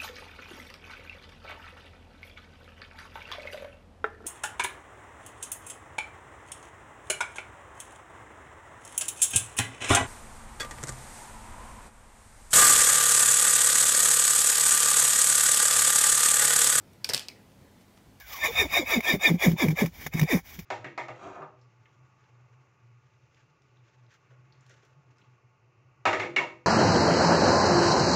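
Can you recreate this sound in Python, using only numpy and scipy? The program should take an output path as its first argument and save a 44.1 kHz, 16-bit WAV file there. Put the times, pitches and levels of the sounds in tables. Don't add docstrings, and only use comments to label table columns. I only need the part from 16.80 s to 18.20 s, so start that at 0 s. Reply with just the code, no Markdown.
import sys
import numpy as np
from scipy import signal
from scipy.io import wavfile
from scipy.ndimage import uniform_filter1d

SR = 44100
rng = np.random.default_rng(int(sys.argv[2]) if len(sys.argv) > 2 else 0)


def gain_from_db(level_db):
    decades = np.asarray(level_db, float) / 20
    return 10 ** decades


def put_to_file(sound):
    columns = np.atleast_2d(sound).T
    safe = np.clip(columns, -1, 1)
    whole_steps = np.round(safe * 32767)
    wavfile.write(sys.argv[1], SR, whole_steps.astype(np.int16))


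N = 61739

# start in seconds, peak in dB, main ring in Hz, upper ring in dB,
# swell in milliseconds.
STRIKES = [(.2445, -18, 4820, -14.5, 0.49), (.2456, -16, 4830, -9.5, 0.38),
           (.2483, -22.5, 4500, -19.5, 0.17), (.2903, -27.5, 3900, -0.5, .3),
           (.2909, -23, 5120, -3.5, 0.46), (.2970, -16, 5070, -13.5, 0.41), (.2995, -23, 5060, -6.5, .45),
           (.3038, -23, 5140, -13, 0.44), (.3090, -31, 4950, -19, .5), (.2925, -27.5, 3700, -2, 0.42),
           (.3347, -16.5, 4300, -6, 0.16), (.3363, -13, 5200, -8, 0.25), (.3383, -21.5, 3840, -7.5, 0.28),
           (.3355, -21, 5500, -5, 0.37), (.3462, -8.5, 4730, -18.5, 0.31), (.3601, -27.5, 4770, -20, .6),
           (.3675, -19, 4700, -11, 0.095), (.3777, -16, 4760, -13.5, 0.12), (.3943, -30, 3200, -11, 0.64),
           (.3951, -24.5, 4930, -10, 0.27), (.4030, -39, 5000, -17, 0.4), (.4077, -32.5, 4950, -15, 0.74),
           (.4849, -19, 4800, -19, 0.12), (.4888, -32.5, 4900, -15, 0.55)]
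# pitch in Hz, level in dB, time to fall 60 dB in seconds.
UPPER_RINGS = [(6270, -13, 0.0013), (8170, 7, 0.0028), (11020, -4, 0.0042), (15300, -21, 0.0035)]
# time in seconds, level in dB.
RATTLE_LEVEL = [
    (.2435, -68),
    (0.246, -46.5),
    (.2895, -56),
    (0.2905, -35.5),
    (0.336, -53),
    (.336, -33),
    (0.389, -47),
    (0.437, -53.5),
    (.47, -82),
]
# start in seconds, peak in dB, pitch in Hz,
# time to fall 60 dB in seconds.
KNOCKS = [(.2450, -42, 1600, 0.069), (.2455, -25, 3090, 0.0083), (.2450, -31.5, 3620, 0.006),
          (.2465, -48, 11250, 0.032), (.2490, -30.5, 2500, 0.024), (.2460, -29.5, 3400, 0.0067),
          (.2560, -41, 5000, .015), (.2460, -50.5, 573, 0.053), (.2910, -25.5, 890, 0.0081),
          (.2928, -28.5, 2280, 0.013), (.2915, -39.5, 202, 0.051), (.2915, -36.5, 580, .015),
          (.2962, -25.5, 540, 0.017), (.2995, -32, 390, 0.018), (.3025, -32, 504, 0.017),
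          (.3050, -29.5, 1650, 0.014), (.3155, -30, 458, 0.021), (.3190, -44.5, 1800, 0.076),
          (.3190, -41, 2020, 0.054), (0.3335, -38.5, 135, 0.12), (.3350, -33, 2300, 0.019),
          (.3375, -39, 1100, 0.012), (.3350, -33.5, 595, 0.011), (.3462, -21, 555, 0.0053),
          (.3463, -21.5, 1260, 0.0038), (.3463, -19, 1850, 0.0031), (.3464, -14.5, 8330, 0.0033),
          (0.38, -24, 6300, 0.0015), (.3463, -27, 2740, 0.0034), (0.3, -22, 5800, 0.0059),
          (.3464, -24, 11600, 0.0052), (.2920, -39.5, 113, 0.084), (.3500, -41, 268, 0.06),
          (.3780, -48, 1823, 0.012), (.3800, -39, 3200, 0.015), (.3815, -37, 2600, 0.023),
          (.3650, -40, 2750, 0.031), (.4135, -40, 3050, 0.012), (.4060, -46, 2900, 0.013),
          (.4090, -45, 2550, 0.027), (.4205, -47, 5000, .008), (.4278, -44, 4950, 0.0065),
          (.4870, -42.5, 2680, 0.027), (.4915, -46, 2400, 0.026), (.5005, -44, 2400, 0.021),
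          (0.56, -56, 2000, .05), (.5165, -50.5, 2200, 0.043), (.5190, -46, 234, .03)]
# start in seconds, rms level in dB, time to fall 60 dB in seconds.
THUDS = [
    (.2450, -59.5, 0.043),
    (.2905, -39, 0.092),
    (.3347, -36.5, 0.051),
    (.3462, -45.5, 0.051),
    (.4848, -54, 0.071),
]
# start in seconds, peak in dB, centre in Hz, width in Hz,
# length in milliseconds.
TICKS = [(.1325, -57, 10500, 7000, 1.5), (.7170, -62, 3500, 3000, 2), (1.0060, -66, 5000, 6000, 9),
         (1.1738, -64, 4500, 5000, .4), (1.1770, -50, 300, 500, .6), (1.1460, -47, 150, 150, 3),
         (.2543, -38, 5500, 4000, .5), (.3533, -33, 10000, 3000, .5), (.2428, -42, 6000, 8000, 1.2),
         (.4992, -53, 6500, 3000, .6), (.4872, -42, 3500, 3000, .4), (.4848, -40, 13000, 5000, .3)]
# start in seconds, peak in dB, length in milliseconds.
SNAPS = [
    (1.1737, -45, 0.067),
    (1.1767, -42, 0.071),
    (0.9, -55, .08),
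]
# pitch in Hz, time to fall 60 dB in seconds.
ROOM_DECAY = [(200, 0.086), (600, 0.3), (2000, 0.37), (4500, 0.29), (8000, 0.26), (14000, 0.18)]
# pitch in Hz, level in dB.
ROOM_TONE = [(200, 5.5), (1000, 3.5), (2500, -1.5), (5000, -4), (8000, -2), (14000, 3.5)]
# pitch in Hz, level in dB per Hz.
AIR_TONE = [(15, -48), (25, 7), (40, -1), (75, -3.5), (102, 0), (242, -2.5), (754, -12.5), (818, -15),
            (14800, -32), (16000, -26.5)]
# time in seconds, dB above the mean.
RUMBLE = [(0, -3), (.08, -1.5), (.22, -2), (.45, 0), (.75, 0.5), (.85, -2.5), (1.0, 0.5), (1.15, -2),
          (1.4, -2)]
# multiple of the mains frequency, rms level in dB.
HUM = [(1, -80), (2, -66), (4, -69.5), (5, -72.5), (7, -77.5), (10, -90), (11, -85.5), (13, -80), (14, -88),
       (16, -88), (17, -80), (20, -83), (40, -82.5)]

CRACK_S, CRACK_HZ = 0.0015, (2050, 12800)
CHATTER_DB, CHATTER_T60_S = -22.5, 0.011
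UPPER_RISE_S, STEEL_LOW_HZ = 0.00026, 1910
RATTLE_PER_S, RATTLE_SPREAD_DB, RATTLE_CAP = 3500, 3, 2.5
RATTLE_HZ, RATTLE_CYCLES = (2500, 8000), 1.45
THUD_HZ = (109, 1360)
ROOM_DB, ROOM_GAP_S = -8.5, 0.003
AIR_DB, PATCH_DB, SWELL_DB = -57, 1.5, 1.87
RUMBLE_HZ = (130.7, 700)
MAINS_HZ = 49.9
MIC_LOW_HZ, EDGE_HZ, CUT_HZ, OVER_EDGE_DB = 46, 15600, 16500, -22


def modes(table, t, detune):
    total = np.zeros(len(t))
    for hz, db, t60 in table:
        total += gain_from_db(db - 60 * t / t60) * np.sin(2 * np.pi * hz * detune * t)
    return total


def strike(peak_db, hz, upper_db, swell_ms):
    t = np.arange(0, 0.04, 1 / SR)
    chatter_grit, crack_grit = rng.standard_normal((2, len(t)))
    detune = 1 + 0.016 * rng.standard_normal()
    u = t / (swell_ms * 0.0009)
    main_ring = (u * np.exp(1 - u)) ** 1.56 * np.sin(2 * np.pi * hz * t)
    upper_ring = modes(UPPER_RINGS, t, detune) * (1 - np.exp(-t / UPPER_RISE_S))
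    steel = main_ring + gain_from_db(upper_db) * upper_ring

    chatter = gain_from_db(CHATTER_DB - 60 * t / CHATTER_T60_S) * chatter_grit
    chatter[0] = 1
    ring = signal.fftconvolve(chatter, steel)[:len(t)]
    ring = signal.lfilter(*signal.butter(2, STEEL_LOW_HZ, "high", fs=SR), ring)

    burst = crack_grit * np.exp(-t / CRACK_S)
    crack = signal.lfilter(*signal.butter(1, CRACK_HZ, "band", fs=SR), burst)
    return gain_from_db(peak_db) * (ring + gain_from_db(upper_db + 0.5) * crack)


def rattle():
    size = gain_from_db(RATTLE_SPREAD_DB * np.minimum(rng.exponential(1, N), RATTLE_CAP))
    size *= rng.random(N) < RATTLE_PER_S / SR
    pick = rng.integers(0, 16, N)
    t = np.arange(400) / SR
    out = np.zeros(N)
    for k, hz in enumerate(np.geomspace(*RATTLE_HZ, num=16)):
        ping = np.exp(-t * hz / RATTLE_CYCLES) * np.sin(2 * np.pi * hz * t)
        out += signal.oaconvolve(size * (pick == k), ping)[:N]
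    s, db = np.transpose(RATTLE_LEVEL)
    level_db = np.interp(np.arange(N) / SR, s, db, left=-200, right=-200)
    return evened(out) * gain_from_db(level_db)


def knock(peak_db, hz, t60):
    t = np.arange(0, 0.12, 1 / SR)
    pair = [(hz, peak_db, t60), (1.061 * hz, peak_db - 3.5, 0.88 * t60)]
    return (1 - np.exp(-t * hz)) * modes(pair, t, 0.96)


def thud(rms_db, t60):
    t = np.arange(0, 0.15, 1 / SR)
    wood_band = signal.butter(2, THUD_HZ, "band", fs=SR, output="sos")
    wood = signal.sosfilt(wood_band, rng.standard_normal(len(t)))
    return gain_from_db(rms_db - 60 * t / t60) * evened(wood)


def tick(peak_db, hz, width_hz, length_ms):
    t = np.arange(0, 0.04, 1 / SR)
    u = t / (length_ms * 0.00069)
    grit = rng.standard_normal(len(t)) * u * np.exp(1 - u)
    body = np.exp(-np.pi * width_hz * t) * np.sin(2 * np.pi * hz * t)
    puff = signal.fftconvolve(grit, body / np.linalg.norm(body))
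    return gain_from_db(peak_db) * puff[:len(t)]


def snap(peak_db, length_ms):
    u = np.arange(0, 0.004, 1 / SR) / (length_ms * 0.00096)
    return -gain_from_db(peak_db) * u * (1 - 0.61 * u) * np.exp(1 - u) * 1.75


def room(x):
    taps = np.zeros(SR // 2)
    at = np.arange(round(ROOM_GAP_S * SR), len(taps) - 12, 12)
    shift = rng.integers(0, 12, len(taps))
    sign = rng.choice([-1., 1.], len(taps))
    taps[at + shift[:len(at)]] = sign[-len(at):]
    hz, t, z = signal.stft(taps, SR, nperseg=128)
    fade_db = read(ROOM_TONE, hz)[:, None] - 60 * t / read(ROOM_DECAY, hz)[:, None]
    tail = signal.istft(z * gain_from_db(fade_db), SR, nperseg=128)[1]
    return signal.fftconvolve(x, tail / np.linalg.norm(tail))[:N]


def air():
    frames, hz = N // 512 + 5, np.fft.rfftfreq(2048, 1 / SR)
    a, b, patches = rng.standard_normal((frames, 1025, 3)).T
    patches = uniform_filter1d(patches, size=10, axis=0)
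    patches = evened(uniform_filter1d(patches, size=6, axis=1))
    swell = evened(uniform_filter1d(rng.standard_normal(frames), size=8))
    level_db = read(AIR_TONE, hz)[:, None] + PATCH_DB * patches
    level_db = level_db + SWELL_DB * np.outer(hz < 600, swell)

    rumble_db = np.interp((np.arange(frames) - 1) * 512 / SR, *np.transpose(RUMBLE))
    in_rumble = (hz > RUMBLE_HZ[0]) & (hz < RUMBLE_HZ[1])
    level_db = level_db + np.outer(in_rumble, rumble_db)
    noise = signal.istft((a + 1j * b) * gain_from_db(level_db), nperseg=2048, noverlap=1536)[1]
    return gain_from_db(AIR_DB) * evened(noise[:N])


def hum():
    t = np.arange(N) / SR
    total = np.zeros(N)
    for multiple, db in HUM:
        turns = multiple * MAINS_HZ * t + rng.random()
        total += np.sqrt(2) * gain_from_db(db) * np.sin(2 * np.pi * turns)
    return total


def evened(x):
    return x / np.sqrt(np.mean(x ** 2) + 1e-20)


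def read(points, hz):
    f, value = np.transpose(points)
    return np.interp(np.log(hz + 1), np.log(f + 1), value)


def add(mix, s, sound):
    part = mix[round(s * SR):][:len(sound)]
    part += sound[:len(part)]


def scene():
    floor = air() + hum()
    near = rattle()
    sources = ((STRIKES, strike), (KNOCKS, knock), (THUDS, thud), (TICKS, tick), (SNAPS, snap))
    for table, source in sources:
        for s, *settings in table:
            add(near, s, source(*settings))
    echo = gain_from_db(ROOM_DB) * room(near)
    return (near + echo + floor)[None]


def lowpass(x, hz):
    taps = signal.firwin(255, hz, window=("kaiser", 9), fs=SR)
    return signal.oaconvolve(x, taps[None], "same")


def roll_off(x):
    return signal.sosfilt(signal.butter(12, 16650, fs=SR, output="sos"), x)


def record(dry):
    heard = signal.lfilter(*signal.butter(2, MIC_LOW_HZ, "high", fs=SR), dry)
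    below_edge = lowpass(heard, EDGE_HZ)
    over_edge = lowpass(heard, CUT_HZ) - below_edge
    return roll_off(below_edge + gain_from_db(OVER_EDGE_DB) * over_edge)


dry = scene()
out = record(dry)
put_to_file(out)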